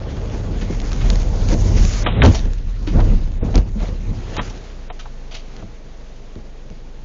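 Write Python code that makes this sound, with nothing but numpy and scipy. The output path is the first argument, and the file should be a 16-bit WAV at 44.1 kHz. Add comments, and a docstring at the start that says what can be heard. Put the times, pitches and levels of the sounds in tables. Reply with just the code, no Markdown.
"""Inside a car, microphone on the windscreen. The car brakes hard on a rough road: the body heaves as a wavering tone,
the floor pan booms in a few modes, tyres roar as lumpy noise, and trim rattles brighter and brighter.
At about 2.2 s it rams the side of another car and shoves it off the verge: decaying bursts of contacts ring sheet,
trim and body shell, and the small microphone flattens the biggest heaves.
By 4.7 s the car has stopped; a few knocks and a scrape follow over the engine idling, a firing tone with overtones."""
import sys
import numpy as np
from scipy import signal
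from scipy.io import wavfile
from scipy.ndimage import uniform_filter1d

SR = 44100
rng = np.random.default_rng(int(sys.argv[2]) if len(sys.argv) > 2 else 0)


def put_to_file(sound):
    """Save the sound as 16-bit audio at rate SR, in the file named by the first command-line argument."""
    columns = np.atleast_2d(sound).T  # one column per channel
    safe = np.clip(columns, -1, 1)
    whole_steps = np.round(safe * 32767)
    wavfile.write(sys.argv[1], SR, whole_steps.astype(np.int16))


N = 310464
TIME = np.arange(N) / SR   # s

# Levels stand as they reach the microphone, before it overloads; heave and boom are muted once the car rests.
# The ride between surges: t/s, heave level/dB, floor pan boom level/dB, roar level/dB, rattle level/dB
RIDE = [(0, -29, -28, -31.5, -45.5), (0.5, -24, -24, -31.5, -44), (0.9, -21.5, -26, -31.5, -39.5),
        (1.35, -18, -21.5, -31, -43.5), (1.95, -18, -29.5, -33.5, -36), (2.2, -21.5, -21, -26, -31.5),
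        (2.56, -22.5, -35, -50.5, -53.5), (2.85, -23.5, -26, -41.5, -47.5), (3.3, -31, -30.5, -49.5, -50),
        (3.72, -17.5, -29.5, -57, -54), (4.24, -28, -33, -38, -53), (4.65, -31, -42.5, -44, -49.5),
        (5.05, -31, -44, -43, -50.5), (7.04, -29, -44, -44, -53)]
# Surges of heave, boom, roar and rattle; the last, at rest, is a scrape: peak t/s, time to build 20 dB/s,
# time to sink 20 dB/s, heave level/dB, boom level/dB, roar level/dB, rattle level/dB;
# very short times are lengthened in shaking()
SURGES = [(1.07, 0.1, 0.5, -11, -20.5, -30, -42), (1.529, 0.13, -0.2, -15, -24, -25, -36),
          (1.67, 0.57, 0.8, -14, -16, -34, -52), (1.839, 0.15, 0.05, -11, -12.5, -34, -33.5),
          (2.202, 0, 0, -27, -13.5, -38, -52), (2.269, 0.16, 0.16, -15.5, -9, -22.5, -36),
          (2.46, 0.15, 0.23, -14.5, -28, -40, -46), (2.68, 0, 0, -13, -34, -49, -61),
          (2.97, 0.06, 0.26, -9.5, -17, -22.5, -37.5), (3.15, 0.4, 0.06, -9, -21, -39.5, -55),
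          (3.26, 0.3, 0.5, -15.5, -31.5, -49.5, -58), (3.459, 0.09, 0.3, -22.5, -18.5, -28.5, -45),
          (3.579, -0.01, 0.03, 1, -27.5, -20.5, -34.5), (3.821, 0.06, 0.23, -23, -36, -30.5, -39.5),
          (4.1, 0.07, 0.17, -22.5, -23, -40, -51.5), (4.388, 0.37, 0.5, -38, -32, -31.5, -38),
          (5.6, 0.4, -0.18, -39, -52, -40.5, -47)]
# Swing of the body on its springs: t/s, f/Hz
HEAVE_PITCH = [(0, 40), (1.5, 34.22), (1.87, 37.61), (2.5, 30.98), (3.0, 40.31), (3.2, 27.05),
               (3.58, 38.03), (4.7, 32.16)]
# Floor pan modes: f/Hz, level/dB, width of the narrower of two resonances/Hz
PAN_MODES = [(60.7, 0, 27), (94.1, -2, 14.2), (127, -7.5, 70.4)]
# Spectrum of the tyre and sheet roar: f/Hz, level per Hz/dB
ROAR_SPECTRUM = [(65, -30), (110, -1.5), (136, -10), (188, -6.5), (323, -14.5), (367, -8.5), (785, -19),
                 (1800, -40.5), (2340, -65)]
# Spectrum of the trim rattle: f/Hz, level per Hz/dB
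RATTLE_SPECTRUM = [(590, -26), (1000, -6), (2000, -6), (3820, -9), (5710, -11.5), (6750, -7), (7600, -14.5)]
# Braking brightens the rattle: t/s, level an octave above 3 kHz/dB
RATTLE_TILT = [(0, -2.5), (.8, 0), (1.9, 7.5), (2.5, 0), (4.3, -1), (7.04, -1)]
# Crunches of sheet and trim: t/s, peak level of the bright part/dB, centre f/Hz, t60 of the contacts/s,
# dull part level re bright peak/dB, dull part f/Hz
CRUNCHES = [(0.61, -27.5, 2600, 0.15, -5, 1700), (1.008, -26.5, 2380, 0.1, -1.5, 1500),
            (2.061, -9.5, 3000, 0.11, 0.5, 940), (2.2193, -9.5, 3060, 0.075, 3, 1110),
            (2.2454, -11.5, 2960, 0.16, 2, 574), (2.344, -15, 5000, 0.13, -6, 670),
            (2.8677, -23.5, 2600, 0.17, -6.5, 1400), (3.0002, -23.5, 1870, 0.056, 2, 764.6),
            (3.54, -25.5, 2500, 0.19, 5.5, 700), (4.364, -22.5, 2510, 0.1, 2.5, 890),
            (4.3779, -20.5, 2800, 0.11, -3, 1300), (4.391, -19, 2600, 0.05, 5, 1120),
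            (4.496, -27.5, 5270, 0.043, -16, 630), (4.8993, -30, 2780, 0.042, 7.5, 780),
            (4.991, -28.5, 3430, 0.14, -3, 1400), (5.3098, -29, 2860, 0.28, -7, 665),
            (5.341, -22.5, 3400, 0.18, -11, 646)]
# Short sharp ticks of loose things: t/s, peak level/dB, centre f/Hz
TICKS = [(0.801, -13.5, 1590), (0.8165, -21.5, 3900), (0.918, -14, 6430), (0.931, -12.5, 5200),
         (1.1013, -5.5, 4600), (1.1565, -10.5, 6640), (1.487, -14.5, 4300), (1.54, -15, 2900),
         (1.851, -8, 2400), (2.2192, 10, 3180), (2.261, -1.5, 5700), (2.393, -18, 3630),
         (2.5336, -19, 6000), (3.5556, -6, 5630), (3.578, -13, 3500), (4.3666, -15.5, 1500),
         (5.565, -26, 3400), (6.355, -32, 1800), (6.701, -31, 1000)]
# Modes of trim and panels: f/Hz
TRIM_MODES = [210, 300, 480, 650, 720, 870, 970, 1120, 1280, 1510, 1750, 2200, 2570, 2930, 3170, 3700, 4400,
              5600]
# Soft thumps in the body shell: t/s, peak level/dB, t60 of the blow/s
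THUMPS = [(0.699, -13, 0.13), (1.525, -9.5, 0.36), (2.062, -15, 0.17), (2.236, 7.5, 0.15),
          (2.451, -18.5, 0.12), (2.94, -8.5, 0.76), (3.421, -15.5, 0.2), (3.55, -2.5, 0.18),
          (3.882, -20, 0.24), (4.38, -16, 0.1), (5.622, -25, 0.19), (6.358, -24.5, 0.11),
          (6.704, -26.5, 0.086)]
# Body shell modes: f/Hz, level/dB, width of the narrower of two resonances/Hz
SHELL_MODES = [(98.6, 6, 36), (158, 5, 54.5), (207.4, 0, 56), (282, -0.5, 107), (421, -10, 120)]
# Hollow knocks where one panel rings alone: t/s, peak level/dB, pitch f/Hz
RAPS = [(0.625, -35, 1750), (0.916, -28.5, 1280), (2.275, -19, 854), (2.872, -17, 298), (2.990, -16, 720),
        (3.424, -24, 480), (3.755, -18, 219), (3.836, -27.5, 644), (4.408, -26, 1260), (5.0547, -28.5, 875),
        (5.624, -33, 650)]
# Idling engine: t/s, firing f/Hz, firing tone level/dB, overtones level re firing tone/dB
IDLE = [(4.55, 36, -32.5, -8), (4.9, 25.5, -29, -15.5), (5.4, 25, -29.5, -13.5), (5.7, 24, -34, -9),
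        (7.04, 24.2, -31.5, -11)]
# Overtones of the firing tone: multiple of the firing rate, level about which it wavers/dB
IDLE_OVERTONES = [(2, 0), (3, -14), (5, -16)]
# Moments when the treble drops out: from t/s, to t/s
TREBLE_GAPS = [(2.034, 2.234), (3.385, 3.44), (4.373, 4.413), (4.885, 4.924)]

STOP_S = 4.7       # the car is at rest from here
ROUND_S = 0.012    # the top of a surge is rounded
RAP_T60_S = 0.031  # the contact of a rap is short
OVERLOAD, KNEE = 0.68, 8.0   # amplitude of the flat tops, sharpness of their corners
TREBLE_RIDES, TREBLE_TOP = 0.6, 0.33   # share of the treble that rides on the flat tops, and its limit
COUPLING_HZ, GAP_STOP_HZ, CUTOFF_HZ = 6, 4515, 8400   # low cut, top of a treble gap, top of the sound


def body(heave_gain, boom_gain):
    """The heave is a wavering swing with road jolts; the floor pan is shaken noise in a few modes."""
    swing_hz = in_time(HEAVE_PITCH)[0] * (1 + 0.0993 * drift(12.07))
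    phase = 2 * np.pi * np.cumsum(swing_hz) / SR
    road = evened(resonate_twice(rng.standard_normal(N), 33, 40, 40), share=0.56)
    swing = np.sin(phase) * from_db(2.6 * drift(20))
    heave = evened(swing + 0.25 * road, share=0.12)
    push = rng.standard_normal(N)
    pan = 0
    for hz, db, width in PAN_MODES:
        # a wide mode takes more power from the noise: the root evens that out
        pan = pan + from_db(db) * resonate_twice(push, hz, width, 2 * width) / np.sqrt(width)
    return moving() * (heave_gain * heave + boom_gain * evened(pan, share=0.82))


def shake(roar_gain, rattle_gain):
    """Roar is lumpy noise; rattle is noise plus dense uneven contacts of trim and grit; both steadier at rest."""
    tilt_db, = in_time(RATTLE_TILT)
    unrest = 0.26 + 0.44 * moving()
    roar = coloured(rng.standard_normal((2, N)), ROAR_SPECTRUM, 100, 2000, 0,
                    patchy_db=2.0 * unrest, rate_hz=16)
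    sizes = from_db(10.0 * np.minimum(rng.exponential(1, (2, N)), 5)) * rng.choice([-1, 1], (2, N))
    grit = rms_one(sizes * (rng.random((2, N)) < 1500 / SR))   # about 1500 contacts a second
    contacts = rng.standard_normal((2, N)) + 0.52 * unrest * grit
    rattle = coloured(contacts, RATTLE_SPECTRUM, 904, 7740, tilt_db,
                      patchy_db=2.06 * unrest, rate_hz=12.0)
    return roar_gain * roar + rattle_gain * rattle


def shaking():
    """Gains of heave, boom, roar and rattle: the ride plus every surge, added as power."""
    power = from_db(in_time(RIDE)) ** 2
    for s, build_s, sink_s, *db in SURGES:
        # a mass this size cannot jump at once
        build_s, sink_s = np.clip([build_s, sink_s], 2 * ROUND_S, s / 3)
        near = slice(round((s - 3 * build_s) * SR), round((s + 3 * sink_s) * SR))   # down to about -60 dB
        away = np.hypot(TIME[near] - s, ROUND_S) - ROUND_S
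        loss_db = 20 * away / np.where(TIME[near] < s, build_s, sink_s)
        power[:, near] += from_db(np.array(db)[:, None] - loss_db) ** 2
    return np.sqrt(power)


def moving():
    """1 while the car moves, 0 once it rests."""
    return np.clip((STOP_S - TIME) / 0.21, 0, 1)


def knocks():
    """Each crunch is a bright crack and a hollow clatter in the panels; each tick a crack of a few milliseconds."""
    out = np.zeros(N + SR)
    for s, db, hz, t60, dull_db, dull_hz in CRUNCHES:
        contacts = burst(t60, rise_s=0.0038, uneven_db=2.0)
        sharp = crack(contacts, hz, width=1.0, broad=0.84, edge_hz=2000)
        bright = peak_one(sharp + 0.46 * panel(contacts, hz, fall_db=12.0))
        dull_contacts = burst(0.68 * t60, rise_s=0.0015, uneven_db=2.0)
        hollow = panel(dull_contacts, dull_hz, fall_db=14)
        place(out, s, db, bright + from_db(dull_db) * hollow)
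    for s, db, hz in TICKS:
        contact = burst(0.007, rise_s=0.0001)
        place(out, s, db, crack(contact, hz, width=0.6, broad=3.0, edge_hz=1000))
    return out[:N]


def thumps():
    """A soft blow sets the shell modes going, low ones most."""
    out = np.zeros(N + SR)
    for s, db, t60 in THUMPS:
        blow = butter(burst(t60, rise_s=0.0013), 2, 600, "low")
        ring = 0
        for hz, level, width in SHELL_MODES:
            ring = ring + from_db(level) * peak_one(resonate_twice(blow, hz, width, 3.0 * width))
        place(out, s, db, peak_one(ring))
    return out[:N]


def raps():
    """A short blunt contact sets the modes nearest its pitch ringing."""
    out = np.zeros(N + SR)
    for s, db, hz in RAPS:
        place(out, s, db, panel(burst(RAP_T60_S, rise_s=0.00079), hz, fall_db=23.5))
    return out[:N]


def idle():
    """Firing tone and its overtones, fading in as the car comes to a stand, its rate settling lower."""
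    firing_hz, db, overtone_db = in_time(IDLE)
    phase = 2 * np.pi * np.cumsum(firing_hz * (1 + 0.012 * drift(5.0))) / SR
    overtones = 0
    for multiple, level in IDLE_OVERTONES:
        overtones = overtones + from_db(level + 3.3 * drift(11.5)) * np.cos(multiple * phase)
    tone = np.cos(phase) + from_db(overtone_db) * overtones
    return (1 - moving()) * from_db(db) * np.sqrt(2) * tone   # root 2: the level is rms


def burst(t60, rise_s, uneven_db=0, length=13000):
    """A bunch of contacts of uneven size that swells quickly and dies away."""
    t = np.arange(length) / SR
    clumps = np.repeat(rng.standard_normal(length // 65), 65)   # one contact lasts about 1.5 ms
    swell = 1 - np.exp(-t / rise_s)
    return rng.standard_normal(length) * swell * from_db(uneven_db * clumps - 60 * t / t60)


def crack(contacts, hz, width, broad, edge_hz):
    """Contacts ring round one centre (width as a share of it), with a broad bright edge."""
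    edge = butter(contacts, 2, edge_hz, "high")
    return peak_one(peak_one(resonate(contacts, hz, width * hz)) + broad * peak_one(edge))


def panel(contacts, hz, fall_db):
    """Modes near the struck part's own pitch ring most; every blow finds them with other strengths."""
    octaves_away = np.abs(np.log2(np.array(TRIM_MODES) / hz))
    levels = -fall_db * octaves_away + 1.8 * rng.standard_normal(len(TRIM_MODES))
    ring = 0
    for f, db in zip(TRIM_MODES, levels):
        ring = ring + from_db(db) * peak_one(resonate_twice(contacts, f, 0.066 * f, 0.85 * f))
    return peak_one(ring)


def coloured(x, spectrum, low_hz, high_hz, tilt_db, patchy_db, rate_hz):
    """Narrow bands, each with its level and flicker; the tilt acts above 3 kHz; rms about 1."""
    hz, db = np.transpose(spectrum)
    edges = np.geomspace(low_hz, high_hz, num=12)
    together = drift(rate_hz)   # flicker shared by all bands
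    out = 0
    for k, (low, high) in enumerate(zip(edges, edges[1:])):
        band = butter(x[k % 2], 2, [low, high], "band")   # neighbours take separate noises
        centre = np.sqrt(low * high)
        level = np.interp(np.log(centre), np.log(hz), db) + tilt_db * max(0, np.log2(centre / 3000))
        out = out + band * from_db(level + patchy_db * (together + 1.3 * drift(rate_hz)))
    return out / np.sqrt(np.mean((out / from_db(tilt_db / 2)) ** 2))


def resonate(x, hz, width_hz):
    """One resonance, gain 1 on top."""
    r = np.exp(-np.pi * width_hz / SR)
    feedback = [1, -2 * r * np.cos(2 * np.pi * hz / SR), r * r]
    return signal.lfilter(np.array([1, 0, -1]) * (1 - r * r) / 2, feedback, x)


def resonate_twice(x, hz, width_hz, second_width_hz):
    """Two resonances in a row on one pitch, for steeper skirts."""
    return resonate(resonate(x, hz, width_hz), hz, second_width_hz)


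def butter(x, order, hz, kind):
    """Butterworth filter."""
    return signal.sosfilt(signal.butter(order, hz, kind, fs=SR, output="sos"), x)


def drift(rate_hz):
    """Slow chance, spread 1, drawn every 40 samples and joined by lines."""
    r = np.exp(-2 * np.pi * rate_hz * 40 / SR)
    slow = signal.lfilter([1], [1, -2 * r, r * r], rng.standard_normal(N // 40 + 2002))[2000:]
    return np.interp(np.arange(N) / 40, np.arange(len(slow)), rms_one(slow))


def evened(x, share):
    """Chance swells partly flattened; rms 1."""
    return rms_one(x / uniform_filter1d(x ** 2, size=3000) ** share)


def in_time(rows):
    """Columns of a curve table, one value a sample."""
    s, *columns = np.transpose(rows)
    return [np.interp(TIME, s, c) for c in columns]


def place(out, s, db, sound):
    """Add a sound at its time and level."""
    out[round(s * SR):][:len(sound)] += from_db(db) * sound


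def from_db(db):
    """Decibels to gain."""
    return 10 ** (np.asarray(db) / 20)


def rms_one(x):
    """Scale to rms 1."""
    return x / np.sqrt(np.mean(x ** 2) + 1e-20)


def peak_one(x):
    """Scale to peak 1."""
    return x / np.max(np.abs(x))


def scene():
    """Everything reaches one microphone, with no further loss for distance."""
    heave, boom, roar, rattle = shaking()
    car = body(heave, boom) + shake(roar, rattle)
    blows = knocks() + raps() + thumps()
    return (car + blows + idle())[None]


def record(dry):
    """Flat tops on overload with some treble riding on them, short treble drop-outs, then the top is cut."""
    treble = TREBLE_RIDES * butter(dry, 2, 1000, "high")
    rest = dry - treble
    flattened = rest / (1 + np.abs(rest / OVERLOAD) ** KNEE) ** (1 / KNEE)
    x = flattened + TREBLE_TOP * np.tanh(treble / TREBLE_TOP)
    x = butter(x, 1, COUPLING_HZ, "high")   # flat tops sag
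    dull = signal.sosfiltfilt(signal.cheby2(10, 40, GAP_STOP_HZ, fs=SR, output="sos"), x)
    gap = sum(1.0 * (TIME > start) * (TIME < end) for start, end in TREBLE_GAPS)
    gap = uniform_filter1d(gap, size=260)   # soft edges of about 6 ms
    x = x + gap * (dull - x)
    x = signal.sosfilt(signal.cheby1(8, 0.5, 7350, fs=SR, output="sos"), x)
    return signal.sosfilt(signal.cheby2(12, 70, CUTOFF_HZ, fs=SR, output="sos"), x)


dry = scene()
out = record(dry)
put_to_file(out)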